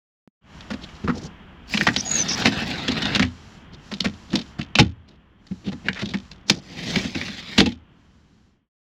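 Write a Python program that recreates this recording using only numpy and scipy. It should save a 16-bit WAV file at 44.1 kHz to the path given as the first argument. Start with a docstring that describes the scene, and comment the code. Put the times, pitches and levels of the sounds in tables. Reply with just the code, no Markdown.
"""Clicks, a squeaky rattling slide, then more snaps and a second slide, with low thumps under them.
In a camper van a hand unlatches a window blind, which runs up on its spring roller, squeaking in its
rails. The fly screen's bar is pressed down, snaps at its catch, is released and slides up to its stop.
Every plastic click shakes the hollow wall, which answers a moment later with a low thump.
A faint rumble and hiss lie behind it all."""
import sys
import numpy as np
from scipy import signal
from scipy.fft import rfft, irfft, next_fast_len
from scipy.io import wavfile
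from scipy.ndimage import uniform_filter1d, minimum_filter1d, map_coordinates

SR = 44100
rng = np.random.default_rng(int(sys.argv[2]) if len(sys.argv) > 2 else 0)


def generate_wav(signal):
    """Clip the signal to [-1, 1] and save it as 16-bit WAV at the path in sys.argv[1]."""
    frames = np.transpose(np.atleast_2d(signal))
    scaled = np.clip(frames, -1, 1) * 32767
    pcm = np.round(scaled).astype(np.int16)
    wavfile.write(sys.argv[1], SR, pcm)


N = 392049
TIME = np.arange(N) / SR
RING = TIME[:SR // 2]  # half a second of time for one short sound

# the wall's rumble when something rubs on it: (frequency [Hz], level [dB])
WALL_RUMBLE = [(25, -21.5), (60, -4.5), (110, -2), (190, 5), (280, -0.5), (370, -7.5), (520, -11),
               (800, -15.5), (2000, -63.5)]
# the bar knocks against the frame: (time [s], level [dB], resonance [Hz], thump level [dB])
KNOCKS = [(1.075, -23.5, 1350, -14), (1.093, -24.5, 1330, -16.5), (1.7371, -20.5, 2360, -16.5),
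          (1.867, -12, 1650, -15), (2.4524, -12, 2000, -10.5), (2.466, -16, 2420, -14),
          (2.879, -19.5, 3070, -15.5), (3.019, -22.5, 3130, -24.5), (3.155, -17.5, 2580, -16),
          (3.1934, -17, 1900, -10.5), (3.2222, -18.5, 2000, -14.5), (4.0513, -23.5, 1950, -13),
          (4.786, -9, 2420, -5.5), (4.797, -17, 2980, -8.5), (6.136, -26, 2000, -16),
          (6.956, -19, 2355, -13), (7.148, -27, 2360, -20), (7.28, -32, 2400, -27),
          (7.578, -10.5, 3300, -6.5), (7.602, -12, 3020, -7.5), (7.6572, -24, 2940, -14)]
# the catch and clips snap: (time [s], level [dB], resonance [Hz])
SNAPS = [(0.605, -41, 3170), (0.887, -46, 2650), (1.773, -18, 2830), (1.809, -16.5, 2000),
         (1.885, -18, 1800), (1.962, -17.5, 3530), (2.287, -27.5, 5230), (2.916, -27, 3940),
         (3.054, -25.5, 3650), (3.1477, -19, 3610), (3.937, -31, 3800), (4.003, -20, 3600),
         (4.354, -19.5, 4130), (4.389, -35, 4130), (4.6112, -30.5, 2820), (4.753, -15.5, 2880),
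         (4.796, -12, 2900), (5.085, -52.5, 4800), (5.467, -50, 4400), (5.884, -16.5, 2010),
         (6.056, -33, 3800), (6.3131, -39, 4200), (6.4972, -9, 4700), (7.213, -26, 2500),
         (7.596, -19, 3230), (7.719, -41, 3340)]


def amp(db):
    """Turn decibels into a gain."""
    return 10 ** (np.asarray(db) / 20)


def unit(x):
    """Scale to an average (rms) level of 1."""
    return x / np.sqrt(np.mean(x ** 2) + 1e-20)


def burst(x):
    """Scale to the energy of 10 ms at level 1."""
    return x * np.sqrt(SR / 100 / (np.sum(x ** 2) + 1e-20))


def along(points, hz):
    """Read between (frequency, value) points, with octaves evenly spaced."""
    freqs, values = np.transpose(points)
    return np.interp(np.log(hz + 1), np.log(freqs + 1), values)


def over_time(points):
    """Join (time, value) points into one value per sample."""
    return np.interp(TIME, *np.transpose(points))


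def gate(start, end, edge):
    """1 from start to end, with straight fades of edge seconds outside."""
    return np.clip(1 + np.minimum(TIME - start, end - TIME) / edge, 0, 1)


def wobble(rate, size=N):
    """A smooth curve through rate random values a second."""
    return map_coordinates(rng.standard_normal(size // 8), [np.arange(size) * rate / SR], mode="wrap")


def add(track, s, x):
    """Mix x into the track at s seconds."""
    part = track[max(round(s * SR), 0):][:len(x)]
    part += x[:len(part)]


def coloured(x, db_at):
    """Turn each frequency up or down by db_at(hz) decibels."""
    size = 2 * next_fast_len(len(x) // 2 + SR // 16)
    gain = amp(db_at(np.fft.rfftfreq(size, 1 / SR)))
    cepstrum = irfft(np.log(gain + 1e-6))
    # fold it so that the filter rings only after a sound, never before
    cepstrum[1:size // 2] *= 2
    cepstrum[size // 2 + 1:] = 0
    return irfft(rfft(x, size) * np.exp(rfft(cepstrum)), size)[:len(x)]


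def shaped(x, spectrum):
    """Give x the tone of a (frequency, level) table, at level 1."""
    return unit(coloured(x, lambda hz: along(spectrum, hz)))


def background(rumble_db=-12, rumble_follows=0.66, treble_db=-24, flicker_db=0.5):
    """Rumble and hiss rise and fall together; the treble flickers and opens up in spells."""
    # tone of the three layers: (frequency [Hz], level [dB])
    low_tone = [(20, -11), (35, -3), (65, 4), (110, -2), (190, 1), (300, -7), (500, -17), (1500, -62)]
    mid_tone = [(300, -21.5), (600, 2.5), (1000, 4.5), (1700, 2), (2400, -2.5), (3200, 0.5), (3900, -15.5),
                (8000, -43)]
    high_tone = [(2800, -14.5), (3900, 1.5), (5000, -1), (5850, -0.5), (6500, -6), (7150, -4),
                 (8800, -24.5), (10100, -21.5), (11200, -20.5), (12500, -33), (16000, -41)]
    # loudness of the hiss: (time [s], level [dB])
    loudness = [(1.2, -49), (1.5, -52), (4.7, -53), (5.02, -62.5), (5.38, -64), (5.82, -55), (7.85, -61.5),
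                (8.45, -69.5)]
    # spells of stronger treble: (start [s], end [s], level [dB])
    spells = [(0.524, 1.217, -60.5), (1.756, 3.547, -59), (3.869, 4.482, -58.5), (5.523, 6.28, -62.5),
              (8.016, 8.5, -74.5)]
    # fade in and out: (time [s], gain [0 to 1])
    fade = [(.41, 0), (.56, 1), (8.45, 1), (8.69, 0)]
    db = over_time(loudness)
    treble = amp(db + treble_db)
    treble += sum(amp(spell_db) * gate(start, end, edge=0.16) ** 2 for start, end, spell_db in spells)
    treble *= amp(flicker_db * wobble(14))
    layers = [(amp(rumble_db + rumble_follows * db), low_tone), (amp(db), mid_tone), (treble, high_tone)]
    return over_time(fade) * sum(gain * shaped(rng.standard_normal(N), tone) for gain, tone in layers)


def pop(start_s=.276, db=-37, pitch_hz=200, decay_s=0.029, rise_s=.00005):
    """One faint dull pop before the background fades in."""
    out = np.zeros(N)
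    envelope = amp(db - 60 * RING / decay_s) * (1 - np.exp(-RING / rise_s))
    add(out, start_s, envelope * np.cos(2 * np.pi * pitch_hz * RING))
    return out


def cabin():
    """The short echo of the small padded cabin; its treble dies first."""
    # echo length: (frequency [Hz], time to fade by 60 dB [s])
    decay = [(200, .25), (1000, 0.15), (4000, 0.093), (12000, 0.024)]
    hz, t, noise = signal.stft(rng.standard_normal(SR // 4), SR, nperseg=256)
    tail = signal.istft(noise * amp(-60 * t / along(decay, hz)[:, None]), SR, nperseg=256)[1]
    return tail / np.linalg.norm(tail)


def wall_thump(blow_db, rise_s=0.013, pass_s=0.016, linger_db=-7, scatter_db=5.0, detune=.035):
    """Bending waves swell and pass through the wall, then its low notes ring on faintly."""
    # the hollow wall's notes: (frequency [Hz], level [dB], time to fade by 60 dB [s])
    wall_notes = [(55.4, -28, 0.34), (82.8, -13, 0.38), (115, -14.5, 0.32), (150, -7.5, 0.15),
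                  (188, -2.5, 0.19), (207.4, -0.5, 0.15), (238, -6.5, 0.22), (267.4, -8, 0.22),
                  (320, -7, 0.16), (368.4, -12, 0.15), (450.7, -13, 0.13), (505, -14, .1),
                  (710, -13.5, 0.049), (836, -17, 0.12)]
    hz, db, decay_s = np.transpose(wall_notes)[:, :, None]
    level, pitch, phase = rng.standard_normal((3, len(wall_notes), 1))
    # a soft blow mostly wakes the notes near the strongest one
    softness = np.clip(-12 - blow_db, -6, 12)
    db = db - 0.1 * softness * np.abs(np.log2(hz / hz[np.argmax(db)]))
    notes = np.sin(2 * np.pi * (hz * (1 + detune * pitch) * RING + phase))
    notes *= amp(db + scatter_db * level - 60 * RING / decay_s)
    linger = amp(linger_db) * np.minimum(300 / hz, 1)
    swell = (1 - np.exp(-(RING / rise_s) ** 2)) * (np.exp(-(RING / pass_s) ** 2) + linger)
    return amp(blow_db) * burst((notes * swell).sum(0))


def frame_db(hz):
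    """The boost in dB where the plastic frame likes to ring."""
    # narrow resonances: (frequency [Hz], width [Hz], boost [dB])
    peaks = [(1878, 49, 4.5), (2354, 120, 0), (2670, 42, 2.5), (2960, 12, 1), (3670, 39, 0.5),
             (3687, 74, 3), (4752, 32, -1.5)]
    return sum(db / (1 + (2 * (hz - centre) / width) ** 2) for centre, width, db in peaks)


def plastic(x, centre_hz, boost_db, width_octaves=0.66, dull_db_per_octave=9):
    """The frame rings where it is touched; a soft touch dulls everything above that pitch."""
    # broad tone of the plastic: (frequency [Hz], level [dB])
    tone = [(150, -13.5), (500, 4.5), (1000, -0.5), (1800, 1.5), (2800, 3), (4200, 6.5), (5500, 5),
            (7000, 0), (8800, -13), (10300, -10), (13000, -18.5), (16000, -23.5)]

    def colour(hz):
        above = np.log2((hz + 1) / centre_hz)
        resonance = boost_db / (1 + (above / width_octaves) ** 2)
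        return along(tone, hz) + frame_db(hz) + resonance - dull_db_per_octave * np.clip(above, 0, 4)
    return coloured(x, colour)


def rubs(boost_db=10, catch_db=4.5):
    """A finger's stroke swells, catching and slipping on the plastic, then lets go."""
    # fingers on the bar: (start [s], length [s], level [dB], resonance [Hz], wall level [dB])
    strokes = [(0.81, 0.048, -43, 3700, -42), (0.944, .03, -53, 4360, -58), (1.12, .085, -48, 5670, -33),
               (1.195, .09, -47, 6040, -37), (3.72, 0.039, -50, 4200, -45), (4.278, .156, -40, 3500, -34),
               (4.752, .037, -34.5, 3475, -44), (5.046, 0.13, -65, 3200, -54),
               (5.634, .08, -44, 3130, -34.5), (5.838, 0.048, -42.5, 2180, -32.5),
               (5.945, .075, -34, 1900, -49), (5.99, .045, -35, 3000, -50), (6.014, .13, -45, 3786, -39.5),
               (6.459, 0.1, -38, 5600, -38), (6.528, .08, -50, 5340, -37)]
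    out = np.zeros(N)
    slips = rng.standard_normal(N) * amp(catch_db * wobble(170))
    wall = shaped(rng.standard_normal(N), WALL_RUMBLE)
    for start, length, db, centre_hz, wall_db in strokes:
        span = slice(round(start * SR), round((start + length) * SR))
        skin = unit(plastic(slips[span], centre_hz, boost_db))
        swell = np.sqrt(2) * np.sin(np.pi * np.linspace(0, 1, len(skin)) ** 1.4)
        add(out, start, swell * (amp(db) * skin + amp(wall_db) * unit(wall[span])))
    return out


def contact(db, thump_db, centre_hz, length_s, boost_db, release_s, echo_db=-14, chatter_db=4):
    """One hit chatters briefly, dies fast and thumps the wall; weaker hits start slower and duller."""
    out, t = np.zeros(len(RING)), RING[:SR // 5]
    rise_s = 0.073 * length_s * amp(-.45 * db)
    fall_db = 5 * np.minimum(t / length_s, 1) + 60 * np.maximum(t - length_s, 0) / release_s
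    envelope = (1 - np.exp(-t / rise_s)) * amp(-fall_db)
    chatter = rng.standard_normal(len(t)) * amp(chatter_db * wobble(900, size=len(t)))
    click = burst(plastic(chatter * envelope, centre_hz, boost_db, dull_db_per_octave=7 - 0.061 * db))
    echo = amp(echo_db) * signal.fftconvolve(click, cabin())[:len(t)]
    add(out, 0, amp(db) * (click + echo))
    add(out, .002, wall_thump(thump_db))
    return out


def bumps(wall_db=-1):
    """Fingers and bar bump softly: long, dull hits that mostly shake the wall."""
    # soft hits: (time [s], thump level [dB], click level [dB])
    hits = [(0.702, -22.5, -29.5), (0.729, -24.5, -33), (1.034, -18.5, -40.5), (3.913, -24.5, -30.5),
            (4.041, -20, -23.5), (4.3283, -13.5, -29), (4.5846, -19.5, -33.5), (5.505, -20, -49.5),
            (5.668, -17.5, -43.5), (5.717, -26, -36.5), (6.016, -19.5, -31), (7.042, -20.5, -32.5)]
    out = np.zeros(N)
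    for s, thump_db, db in hits:
        hit = contact(db, thump_db + wall_db, 1740, length_s=.016, boost_db=-0.5, release_s=.026)
        add(out, s, hit)
    return out


def rattle(below_db=-15, cap_db=-38, gap_s=0.015, fade_db=5.0, decay_s=0.017, count=6, padded_hz=1750):
    """After a bright hit the loose bar ticks on in its rails; its tight fit keeps the ticks weak."""
    taps, t = np.zeros(N), RING[:SR // 30]
    for s, db, centre_hz, *_ in KNOCKS + SNAPS:
        pace, strength = rng.standard_normal((2, count))
        times = np.minimum(s + gap_s / 2 + np.cumsum(gap_s * np.exp(pace / 2)), TIME[-2])
        levels = min(db + below_db, cap_db) - fade_db * np.arange(count) + 2 * strength
        taps[(times * SR).astype(int)] += amp(levels) * (centre_hz > padded_hz)
    noise = rng.standard_normal(len(t)) * amp(-60 * t / decay_s)
    tick = burst(plastic(noise, centre_hz=3900, boost_db=11))
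    return signal.fftconvolve(taps, tick)[:N]


def knocks(wall_db=-1.5, padded_hz=1900, hollow_db_per_octave=22):
    """The whole bar strikes and shakes the wall; a padded, low knock sounds hollower."""
    out = np.zeros(N)
    for s, db, centre_hz, thump_db in KNOCKS:
        boost = 6 + hollow_db_per_octave * max(np.log2(padded_hz / centre_hz), 0)
        hit = contact(db, thump_db + wall_db, centre_hz, length_s=0.0093, boost_db=boost, release_s=0.04)
        add(out, s, hit)
    return out


def snaps(wall_db=-6, sharp_hz=4500, hollow_db_per_octave=12):
    """Small parts click and hardly move the wall; the lower the click, the clearer it rings."""
    out = np.zeros(N)
    for s, db, centre_hz in SNAPS:
        boost = 4 + hollow_db_per_octave * np.log2(sharp_hz / centre_hz)
        add(out, s, contact(db, db + wall_db, centre_hz, length_s=.004, boost_db=boost, release_s=0.023))
    return out


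def squeaks(flutter_db=5.0, overtone_db=-45, sag_hz_per_s=1500, steady_above_hz=5900):
    """Plastic sticks and slips in the rail on high, sagging notes; the lower ones turn rough."""
    # squeaks in the rail: (start [s], length [s], pitch [Hz], level [dB])
    notes = [(1.974, 0.038, 5700, -25.5), (2.049, 0.055, 6780, -30), (2.106, 0.053, 6780, -22),
             (2.147, 0.047, 6600, -22.5), (2.185, 0.047, 6140, -19), (2.282, 0.071, 5500, -23.5)]
    out = np.zeros(N)
    for start, length, pitch_hz, db in notes:
        scatter_hz = 65 if pitch_hz > steady_above_hz else 420
        hz = pitch_hz - sag_hz_per_s * RING + scatter_hz * wobble(922, size=len(RING))
        phase = 2 * np.pi * np.cumsum(hz) / SR
        grip = np.clip(np.minimum(RING, length - RING) / 0.0022, 0, 1)
        grip *= amp(flutter_db * wobble(300, size=len(RING)))
        add(out, start, amp(db) * grip * (np.sin(phase) + amp(overtone_db) * np.sin(2 * phase)))
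    return out


def friction(rate, spread_db, smooth):
    """Tiny random slips of uneven size, rate a second, over smooth noise."""
    slips = (rng.random(N) < rate / SR) * rng.choice([-1, 1], N)
    sizes = amp(spread_db * np.minimum(rng.exponential(size=N), 4))
    return unit(slips * sizes) + smooth * rng.standard_normal(N)


def travelling(x, patchy_db=3.5):
    """The frame colours the rubbing, and the tone shifts at random as the bar travels."""
    bands = signal.stft(coloured(x, frame_db), nperseg=512)[2]
    patches = uniform_filter1d(rng.standard_normal(bands.shape), 3, axis=0)
    patches = unit(uniform_filter1d(patches, 12, axis=1))
    return unit(signal.istft(bands * amp(patchy_db * patches), nperseg=512)[1][:N])


def slide(drag_points, scrape_tone, rumble_db, scrape_db, hiss_db, tick_db, judder_db,
          hiss_db_per_s, rumble_db_per_s):
    """A dragging bar shakes wall, frame and cloth; the cloth's hiss sinks as it winds onto the roller."""
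    # tone of the cloth's hiss and of stray ticks: (frequency [Hz], level [dB])
    cloth_tone = [(1500, -31.5), (3000, -10.5), (4000, -10), (4800, 1.5), (6200, -6.5), (7500, -12),
                  (8900, -31), (10200, -24.5), (13000, -34.5), (16000, -47.5)]
    tick_tone = [(500, -12), (5000, 0), (8800, -13), (16000, -16)]
    start, end = drag_points[0][0], drag_points[-1][0]
    elapsed = np.clip(TIME - start, 0, end - start)
    drag = amp(over_time(drag_points) + judder_db * wobble(55)) * gate(start, end, edge=.02)
    unrolled = amp(hiss_db_per_s * elapsed)
    wall = amp(rumble_db + rumble_db_per_s * elapsed) * shaped(rng.standard_normal(N), WALL_RUMBLE)
    grit = friction(rate=1200, spread_db=3, smooth=1)
    frame = amp(scrape_db) * travelling(shaped(grit, scrape_tone))
    rustle = friction(rate=4700, spread_db=7.5, smooth=1)
    cloth = amp(hiss_db) * travelling(shaped(rustle, cloth_tone))
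    ticks = amp(tick_db) * shaped(friction(rate=40, spread_db=2.5, smooth=0), tick_tone)
    return drag * (wall + frame + unrolled * (cloth + ticks))


def fly_screen():
    """The fly screen slides up its rails with a rumble that soon fades."""
    # how hard it drags: (time [s], level [dB])
    drag = [(6.62, -58.5), (6.7, -53.5), (6.79, -42.5), (6.9, -35), (7.01, -37.5), (7.11, -43.5),
            (7.23, -38.5), (7.44, -45.5), (7.6, -39.5), (7.72, -53.5)]
    # tone of its scrape: (frequency [Hz], level [dB])
    tone = [(250, -33.5), (550, -15.5), (850, -7.5), (1100, -12.5), (1700, -8), (2250, -1), (2700, -7.5),
            (3100, -5.5), (4200, -3.5), (8000, -46.5)]
    return slide(drag, tone, rumble_db=9, scrape_db=4, hiss_db=0, tick_db=-18, judder_db=1.5,
                 hiss_db_per_s=-6.5, rumble_db_per_s=-12)


def blind():
    """The spring roller pulls the blind up, scraping and juddering in its rails."""
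    # how hard it drags: (time [s], level [dB])
    drag = [(1.69, -50.5), (1.745, -36.5), (1.93, -43), (2.05, -42), (2.18, -33.5), (2.26, -33.5),
            (2.4, -30.5), (2.53, -36), (2.62, -31), (2.82, -35), (3.13, -33), (3.28, -53.5)]
    # tone of its scrape: (frequency [Hz], level [dB])
    tone = [(250, -30.5), (550, -7.5), (720, 3), (1100, -3), (1700, 4), (2300, 1), (3100, 0.5), (4200, 1.5),
            (8000, -43.5)]
    return slide(drag, tone, rumble_db=0, scrape_db=2.5, hiss_db=3, tick_db=-8, judder_db=2.5,
                 hiss_db_per_s=-13.5, rumble_db_per_s=2.1)


def scene():
    """Everything at the window, heard from close by."""
    slides = blind() + fly_screen()
    hits = bumps() + knocks() + snaps() + rattle()
    return (slides + hits + rubs() + squeaks() + background() + pop())[None]


def record(dry):
    """A fast limiter turns down peaks over full scale; everything above 16 kHz is cut."""
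    needed = 1 / np.maximum(np.abs(dry), 1)
    gain = uniform_filter1d(minimum_filter1d(needed, size=25), size=25)
    return irfft(rfft(dry * gain) * (np.fft.rfftfreq(N, 1 / SR) < 16000), N)


dry = scene()
out = record(dry)
generate_wav(out)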